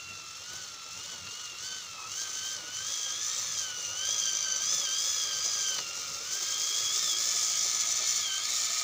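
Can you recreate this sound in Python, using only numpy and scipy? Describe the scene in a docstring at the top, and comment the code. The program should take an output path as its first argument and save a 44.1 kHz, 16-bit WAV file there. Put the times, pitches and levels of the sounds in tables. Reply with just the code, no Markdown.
"""A toy crawler truck whines past a phone on the forest floor, creeping over dry leaves and dirt.
Partials of the gear-mesh rate make the whine, whose pitch sags and recovers with the load; tooth strikes
make a chatter in bursts each shaft turn, louder with speed and softer when the throttle eases.
The same drive shakes chassis, shell and gear case: noise and strikes through body resonances.
Filtered noise bursts make crackling leaves and odd knocks; filtered noise, a tyre scuff and faint air rumble."""
import sys
import numpy as np
from scipy import signal
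from scipy.fft import rfft, irfft
from scipy.io import wavfile
from scipy.ndimage import uniform_filter1d, minimum_filter1d, map_coordinates

SR = 44100
rng = np.random.default_rng(int(sys.argv[2]) if len(sys.argv) > 2 else 0)


def generate_wav(signal):
    """Clip the signal to [-1, 1] and save it as 16-bit WAV at the path in sys.argv[1]."""
    frames = np.transpose(np.atleast_2d(signal))
    scaled = np.clip(frames, -1, 1) * 32767
    pcm = np.round(scaled).astype(np.int16)
    wavfile.write(sys.argv[1], SR, pcm)


N = 389403
T = np.arange(N) / SR  # time axis [s]


def undb(db):
    """Decibels to gain."""
    return 10 ** (np.asarray(db) / 20)


def unit(x):
    """Scale to rms 1."""
    return x / np.sqrt(np.mean(x ** 2))


def curves(table):
    """The columns of a table after its time column, joined by straight lines in time."""
    s, *columns = np.transpose(table)
    return [np.interp(T, s, c) for c in columns]


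def walk(rate):
    """Smooth random drift of rms 1 that takes a new value rate times a second."""
    hold = max(int(SR / rate), 2)
    steps = np.repeat(rng.standard_normal(N // hold + 1), hold)
    return unit(uniform_filter1d(steps, hold)[:N])


def ring(x, colour, modes=()):
    """Pass x through a causal body with a broad colour and resonances; white noise keeps its power."""
    size = 4096
    f = np.maximum(np.arange(size // 2 + 1) * SR / size, 1)
    hz, db = np.transpose(colour)
    db = np.interp(np.log(f), np.log(hz), db)
    for centre, width, lift in modes:
        db = db + lift / (1 + (2 * (f - centre) / width) ** 2)
    # folding the cepstrum gives minimum phase: the body answers only after it is struck
    cepstrum = irfft(np.log(undb(db)))
    cepstrum[1:size // 2] *= 2
    cepstrum[size // 2 + 1:] = 0
    response = irfft(np.exp(rfft(cepstrum)))
    return signal.oaconvolve(x, response / np.linalg.norm(response))[:N]


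def bursts(times, levels_db, decay_s):
    """A short burst of noise at each time, fading exponentially like a crunch of contact."""
    out = np.zeros(N + SR)
    t = np.arange(SR // 10) / SR
    for s, db in zip(times, levels_db):
        start = int(s * SR)
        out[start:start + len(t)] += undb(db) * np.exp(-t / decay_s) * rng.standard_normal(len(t))
    return out[:N]


# outdoor air colour: (frequency [Hz], relative level [dB])
AIR_COLOUR = [(20, -36), (42, -30), (60, -16), (75, -1), (100, 3.5), (125, -3), (170, -1), (260, -14.5),
              (600, -18), (2000, -31.5)]
AIR_DB = -62.5  # middle level of the air, about which it swells


def air():
    """Low-coloured noise: a faint, slowly swelling outdoor rumble."""
    rumble = unit(ring(rng.standard_normal(N), AIR_COLOUR))
    return rumble * undb(AIR_DB + 2.7 * walk(14))


# dry leaves snapping clearly: (time [s], relative level [dB])
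LEAF_SNAPS = [(0.3694, -51), (0.534, -43), (4.3248, -39), (6.787, -38)]
# leaf colour: (frequency [Hz], relative level [dB])
LEAF_COLOUR = [(800, -16), (2500, -5), (6000, 7), (9000, -2), (13000, -10), (16000, 1)]


def leaves(snap_db, crackle_db, count=90):
    """Dry leaves give under the tyres: a few clear snaps and many faint ones, as very short noise bursts."""
    s, db = np.transpose(LEAF_SNAPS)
    chance = rng.random((count, 2))
    crackle = bursts(chance[:, 0] * T[-1], crackle_db - 14 * chance[:, 1], decay_s=0.00092)
    snaps = bursts(s, db + snap_db, decay_s=.0018)
    return ring(snaps + crackle, LEAF_COLOUR)


# tyre scuff colour: (frequency [Hz], relative level [dB])
SCUFF_COLOUR = [(400, -23), (800, -5), (1020, 1), (1200, 6), (1600, -33)]


def scuff(at_s, length_s, db):
    """The front tyre slips briefly over a leaf: friction noise that swells and fades."""
    swell = np.exp(-((T - at_s) / length_s) ** 2)
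    return unit(ring(rng.standard_normal(N), SCUFF_COLOUR)) * undb(db) * swell


# knocks of the chassis on stones and twigs: (time [s], thud level [dB], clack level [dB])
CHASSIS_KNOCKS = [(0.534, -48, -43), (1.272, -60, -30.5), (2.214, -47, -42), (5.746, -56, -40),
                  (5.766, -49, -32), (5.784, -45, -26), (5.789, -43, -24), (5.801, -45, -36),
                  (5.975, -48, -45)]
# chassis colour, also of its rumble: (frequency [Hz], relative level [dB])
CHASSIS_COLOUR = [(35, -45), (100, -19), (260, -5), (350, 0), (450, -1.5), (560, -2.5), (750, -0.5),
                  (1000, -2.5), (1800, -35.5)]
# clack colour: (frequency [Hz], relative level [dB])
CLACK_COLOUR = [(600, -18), (1300, -2), (1900, -1), (2500, -6), (3400, -2), (4000, 6), (4700, 6),
                (5400, -8), (9000, -22), (13000, -36)]


def knocks():
    """The chassis meets something hard: a duller, longer thud and a brighter, shorter clack."""
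    s, thud_db, clack_db = np.transpose(CHASSIS_KNOCKS)
    thud = ring(bursts(s, thud_db, decay_s=.009), CHASSIS_COLOUR)
    clack = ring(bursts(s, clack_db, decay_s=.0022), CLACK_COLOUR)
    return thud + clack


# speed of the drive, sagging and recovering with the load: (time [s], tooth mesh rate [Hz])
DRIVE_SPEED = [(0.0, 1377), (0.32, 1329), (0.58, 1518), (0.73, 1355), (0.92, 1332), (1.1, 1515),
               (1.25, 1363), (1.4, 1462), (1.56, 1362), (1.66, 1525), (1.77, 1530), (1.89, 1345),
               (2.05, 1272), (2.21, 1598), (2.3, 1524), (2.41, 1532), (2.52, 1577), (2.62, 1435),
               (2.78, 1520), (2.92, 1667), (3.11, 1600), (3.36, 1872), (3.7, 1484), (3.89, 1408),
               (4.14, 1657), (4.32, 1552), (4.38, 1613), (4.47, 1546), (4.6, 1544), (4.73, 1738),
               (4.79, 1735), (4.88, 1547), (5.12, 1715), (5.37, 1550), (5.46, 1668), (5.77, 1519),
               (5.85, 1377), (6.03, 1411), (6.18, 1347), (6.37, 1586), (6.55, 1615), (6.75, 1650),
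               (6.81, 1703), (6.88, 1639), (7.02, 1824), (7.14, 1634), (7.28, 1754), (7.41, 1702),
               (7.56, 1634), (7.68, 1764), (7.87, 1684), (7.95, 1777), (8.18, 1776), (8.3, 1551),
               (8.38, 1559), (8.53, 1877), (8.68, 1738), (8.76, 1841)]
CRUISE_HZ = 1600  # mesh rate at cruising speed


def speed():
    """Speed of the drive in octaves above cruising."""
    return np.log2(curves(DRIVE_SPEED)[0] / CRUISE_HZ)


# the throttle eases and the teeth run unloaded: (start [s], end [s], level change [dB])
THROTTLE_EASINGS = [(0.685, 0.944, 0), (1.16, 1.256, -3), (2.543, 2.729, -4), (3.659, 4.019, -2.5),
                    (5.79, 6.278, -2), (8.202, 8.581, -0.5)]
EASE_S = 0.0083  # time for the load to leave or return


def easing():
    """Level change in dB, at most 0, while the throttle is eased; each part takes its own share."""
    total = 0
    for start, end, db in THROTTLE_EASINGS:
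        total = total + db * (np.tanh((T - start) / EASE_S) - np.tanh((T - end) / EASE_S)) / 2
    return total


# how strongly the gearbox is heard as the truck nears and turns: (time [s], level at cruising speed [dB])
# each part of the truck takes a share of it
GEAR_PRESENCE = [(0, -11), (.52, -8.5), (1.9, -8), (2.2, -3.5), (2.75, -3.5), (3.15, -3), (3.33, -5.6),
                 (3.5, -2.5), (4.15, 1), (4.7, 0.1), (5.25, -0.3), (5.48, 1.1), (5.7, -0.1), (7.02, 0.5),
                 (7.45, 2), (8.1, 0.5), (8.83, -2)]
# the body's rattle grows steadily as the truck creeps closer; when it is abreast
APPROACH_DB_PER_S, ABREAST_S = 0.71, 4.67


def loudness(cruise_db, db_per_octave, presence, approach, load):
    """Level in dB of a part of the truck: speed sets it, with shares of presence, approach and load."""
    nearing_db = APPROACH_DB_PER_S * (T - ABREAST_S)
    return (cruise_db + db_per_octave * speed() + presence * curves(GEAR_PRESENCE)[0]
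            + approach * nearing_db + load * easing())


# moments at which the truck shows its nose, flank, rear wheel and tail: (time [s])
ASPECT_TIMES = [1.3, 4.4, 6.8, 7.7]
# resonances of the truck: (centre [Hz], width [Hz],
# lift towards the nose [dB], the flank [dB], the rear wheel [dB], the tail [dB])
TRUCK_RESONANCES = [(374.6, 123.3, -1.5, -2.5, 6, 1), (552.4, 163, 3.5, 10, 9.5, 2),
                    (685, 91, -5.5, -4.5, 0, 7.5), (1264, 77, 8, 10, 11, 12.5),
                    (2185, 240, 1.5, 2.5, 4, 9.5), (2343, 39, -9, 9.5, 6.5, 10),
                    (4420, 480, 3.5, 3.5, 1.5, 6), (4860, 100, 2.5, 0.5, 9, 0), (5230, 165, 3.5, 7, 9.5, 2),
                    (5500, 200, 9, -0.5, 1.5, 5), (5980, 100, 3, 15, -2, -12), (6380, 230, 8, 9, 4, -3.5),
                    (6570, 210, -1.5, -5, 0, 7), (7100, 230, 8, 4.5, 4.5, 8.5), (7700, 200, 6, -1, 1, 1),
                    (9180, 510, 4.5, 4, -5, 4)]


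def passing(x, colour):
    """The truck's resonances colour x, each by its own amount as the truck turns past."""
    out = 0
    for k, share in enumerate(np.eye(len(ASPECT_TIMES))):
        modes = [(hz, width, lifts[k]) for hz, width, *lifts in TRUCK_RESONANCES]
        crossfade = np.interp(T, ASPECT_TIMES, share)
        out = out + crossfade * unit(ring(x, colour, modes))
    return out


def bounces(x, near_ms, far_ms, gain, drift, count=4):
    """Short echoes off the ground and the wheels; their paths shift as the truck moves and comb the sound."""
    out, n = x, np.arange(N)
    for ms in np.geomspace(near_ms, far_ms, count):
        lag = ms * (1 + drift * walk(2.5)) * SR / 1000  # in samples
        out = out + gain * map_coordinates(x, [n - lag], order=3)
    return unit(out)


TEETH = 30  # teeth that mesh in one shaft turn


def impacts(teeth, scatter_db, swing_db, slack, rub):
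    """Teeth strike loosely, harder at a few places of each shaft turn, and rub between strikes."""
    turn = 2 * np.pi * teeth / TEETH
    pattern = (np.cos(turn + 1.1 * walk(6.2)) + np.cos(2 * turn + .5 * walk(7.1))
               + 0.82 * np.cos(3 * turn) + .5 * np.cos(6 * turn))
    press = undb(swing_db * np.tanh(pattern))
    tooth = np.arange(int(teeth[-1]))
    chance = rng.standard_normal((len(tooth), 2))
    # slack, in tooth spacings, makes each strike early or late
    at = np.interp(tooth + slack * chance[:, 0], teeth, np.arange(N)).astype(int)
    force = undb(scatter_db * np.clip(chance[:, 1], -2, 2))
    strikes = np.bincount(at, force, N)
    return unit(press * (unit(strikes - strikes.mean()) + rub * rng.standard_normal(N)))


# body shell colour: (frequency [Hz], relative level [dB])
SHELL_COLOUR = [(500, -14), (900, -9.5), (1200, 4), (1600, -2), (2200, 1), (2800, -1), (4000, -29)]
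# gear case colour: (frequency [Hz], relative level [dB])
CASE_COLOUR = [(1500, -24.5), (2700, -4.5), (3400, 4.5), (4300, 1), (5200, -2.5), (7000, -23.5)]


def body(teeth):
    """Backlash in the drive rattles the chassis, the plastic shell and the gear case."""
    chassis_db = loudness(cruise_db=-56.5, db_per_octave=0.0, presence=.55, approach=.1, load=0)
    shell_db = loudness(cruise_db=-48.0, db_per_octave=8, presence=0.19, approach=0.7, load=0)
    case_db = loudness(cruise_db=-43.5, db_per_octave=12, presence=0, approach=0.86, load=0.23)
    rumble = passing(rng.standard_normal(N) * undb(3.06 * walk(40)), CHASSIS_COLOUR)
    rumble = bounces(rumble, near_ms=5.63, far_ms=13.04, gain=0.35, drift=0.1566)
    rattle = passing(impacts(teeth, scatter_db=4, swing_db=2.5, slack=.8, rub=0.54), SHELL_COLOUR)
    rasp = passing(impacts(teeth, scatter_db=4, swing_db=2.5, slack=.5, rub=0.6), CASE_COLOUR)
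    rasp = bounces(rasp, near_ms=1.922, far_ms=6.5, gain=0.44, drift=0.0463)
    return undb(chassis_db) * rumble + undb(shell_db) * rattle + undb(case_db) * rasp


# bouts in which a loose gear clatters: (middle [s], half length [s], strength relative to the chatter [dB])
CLATTER_BOUTS = [(.1, 0.66, -16), (3.252, 0.61, -11), (4.4, .3, 1), (5.521, .17, -4), (7.9, 0.37, -4)]
IDLE_CLATTER_DB = -10.5  # between the bouts


def looseness():
    """Strength of the loose gear's clatter: low, with a smooth swell for each bout."""
    strength = undb(IDLE_CLATTER_DB)
    for s, length, db in CLATTER_BOUTS:
        strength = strength + undb(db) * np.exp(-((T - s) / length) ** 2)
    return strength


# gearbox colour: (frequency [Hz], relative level [dB])
GEARBOX_COLOUR = [(2500, -32.5), (4000, -13.5), (5000, -8.5), (6300, -2), (7200, -5.5), (8000, -14.5),
                  (9300, -20), (10000, -24.5), (12400, -37), (13900, -38), (14650, -14.5), (15500, -18.5)]
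# ring of the loose gear's clatter: (frequency [Hz], relative level [dB])
CLATTER_COLOUR = [(4500, -36.5), (5500, -13), (5900, 6.5), (6250, 3.5), (6600, -6.5), (7300, -8),
                  (9000, -46)]


def gearbox(teeth, rasp_db, clatter_db, flutter_db, overtone_db):
    """Bright tooth chatter; a loose gear also rings the case in bursts with every shaft turn."""
    rasp = passing(impacts(teeth, scatter_db=1.0, swing_db=3.5, slack=.3, rub=1.0), GEARBOX_COLOUR)
    rasp = bounces(rasp, near_ms=1.9, far_ms=6.5, gain=0.14, drift=0.046)
    clatter = impacts(teeth, scatter_db=-1, swing_db=6.5, slack=.3, rub=0.68)
    clatter = unit(ring(clatter, CLATTER_COLOUR))
    loose = looseness()
    # the clatter takes over from the chatter without a jump in power
    mix = (undb(rasp_db) * rasp + undb(clatter_db) * loose * clatter) / np.sqrt(1 + loose ** 2)
    # ragged overtones of the mesh sing inside the chatter
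    for k, db in enumerate(overtone_db, 2):
        overtone = unit(np.sin(2 * np.pi * k * teeth + 1.56 * walk(400)))
        mix = mix + undb(db + 2 * walk(12)) * overtone
    level_db = loudness(cruise_db=-32.5, db_per_octave=16.5, presence=0.97, approach=0, load=1)
    return mix * undb(level_db + flutter_db * walk(45))


# the body's response to each partial, which swells as it glides through a resonance:
# (partial frequency [Hz], level [dB])
MESH_BODY = [(1290, -46.5), (1350, -52), (1410, -55.5), (1550, -48), (1660, -56), (1760, -52.5),
             (1870, -56)]
OCTAVE_BODY = [(2700, -3.5), (2950, -2), (3100, 0), (3320, -0.2), (3480, -5.5), (3740, -16)]
TWELFTH_BODY = [(3900, -28), (4500, -3.5), (4800, 1.5), (5600, 1)]
# the whine's octave and twelfth, before the body's response and load: (time [s], level [dB])
OCTAVE_SWELL = [(0, -45), (.7, -57.5), (1.05, -46.5), (2.2, -48), (2.8, -44), (3.15, -41.5), (3.35, -47),
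                (4.15, -38), (4.55, -44.5), (4.75, -37), (5.32, -40.5), (5.5, -51), (5.7, -38), (6.2, -53),
                (6.75, -35.5), (7, -34.5), (7.15, -31.5), (7.22, -48), (8.15, -46), (8.28, -34.5),
                (8.7, -55)]
TWELFTH_SWELL = [(0, -62), (1.1, -48), (1.7, -46), (2.3, -56), (3, -57), (3.55, -49), (4.8, -39),
                 (5.6, -43.5), (6, -58), (7.1, -44), (8.83, -49)]
ROUGH, ROUGH_PER_OCTAVE = 0.34, 0.19  # fraying at cruising speed (0-1), and its rise with speed
MESHES_PER_TURN = 224  # tooth meshes in one turn of the slow drive shaft
SHAFT_THROB_DB = 1.5  # the mesh tone swells once in each of those turns


def whine(teeth, tone_db, roughness, wobble, flutter_db, throb):
    """Mesh tone and overtones; an off-centre gear wobbles them once a turn and uneven teeth fray them."""
    turn = 2 * np.pi * teeth / TEETH
    phase = 2 * np.pi * teeth + wobble * np.sin(turn)
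    rough = np.clip(ROUGH + ROUGH_PER_OCTAVE * speed(), 0, 1)
    mesh_hz, eased = curves(DRIVE_SPEED)[0], easing()
    shaft = SHAFT_THROB_DB * np.cos(2 * np.pi * teeth / MESHES_PER_TURN)
    responses = [MESH_BODY, OCTAVE_BODY, TWELFTH_BODY]
    # when the load is off the overtones fade and the mesh tone stands out
    levels = [0.28 * curves(GEAR_PRESENCE)[0] + shaft - 0.37 * eased,
              curves(OCTAVE_SWELL)[0] + 0.57 * eased,
              curves(TWELFTH_SWELL)[0] + 1.985 * eased]
    out = 0
    partials = zip(responses, levels, tone_db, roughness)
    for k, (response, level, trim, share) in enumerate(partials, 1):
        db = level + np.interp(k * mesh_hz, *np.transpose(response))
        fray = share * rough
        ragged = walk(420) * np.sin(k * phase) + walk(420) * np.cos(k * phase)
        tone = np.sin(k * phase) + fray * ragged
        tone = unit(tone * (1 + throb * k * np.cos(turn)) / np.sqrt(1 + 2 * fray ** 2))
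        out = out + undb(db + trim + flutter_db * walk(50)) * tone
    # the teeth seat better and worse as the tyres climb
    return out * undb(1.1 * walk(16))


def scene():
    """One gear speed drives the whine, the chatter and the rattle, over the ground sounds and the air."""
    mesh_hz = curves(DRIVE_SPEED)[0] * (1 + .0025 * walk(35))
    teeth = np.cumsum(mesh_hz) / SR  # teeth meshed so far
    ground = (knocks() + leaves(snap_db=8.5, crackle_db=-41.5)
              + scuff(at_s=2.024, length_s=0.071, db=-51.0))
    # whine lists: mesh tone, octave, twelfth
    truck = (whine(teeth, tone_db=[-.5, -1, -2.5], roughness=[.6, 1.0, 1.4],
                   wobble=0.3, flutter_db=1.5, throb=0.051)
             + gearbox(teeth, rasp_db=-1.5, clatter_db=0.5, flutter_db=1.46, overtone_db=[-21, -16, -12])
             + body(teeth))
    return (truck + ground + air())[None]


TOP_HZ = 15500  # the sound is cut above this


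def record(dry):
    """The phone's limiter holds down the sharpest peaks, and a steep low-pass cuts the top."""
    ceiling = .135
    gain = ceiling / np.maximum(np.abs(dry), ceiling)
    # 89 samples = 2 ms: hold each dip, then smooth it
    gain = uniform_filter1d(minimum_filter1d(gain, size=89), size=89)
    low_pass = signal.ellip(10, .2, 70, TOP_HZ, fs=SR, output="sos")
    return signal.sosfilt(low_pass, dry * gain)


dry = scene()
out = record(dry)
generate_wav(out)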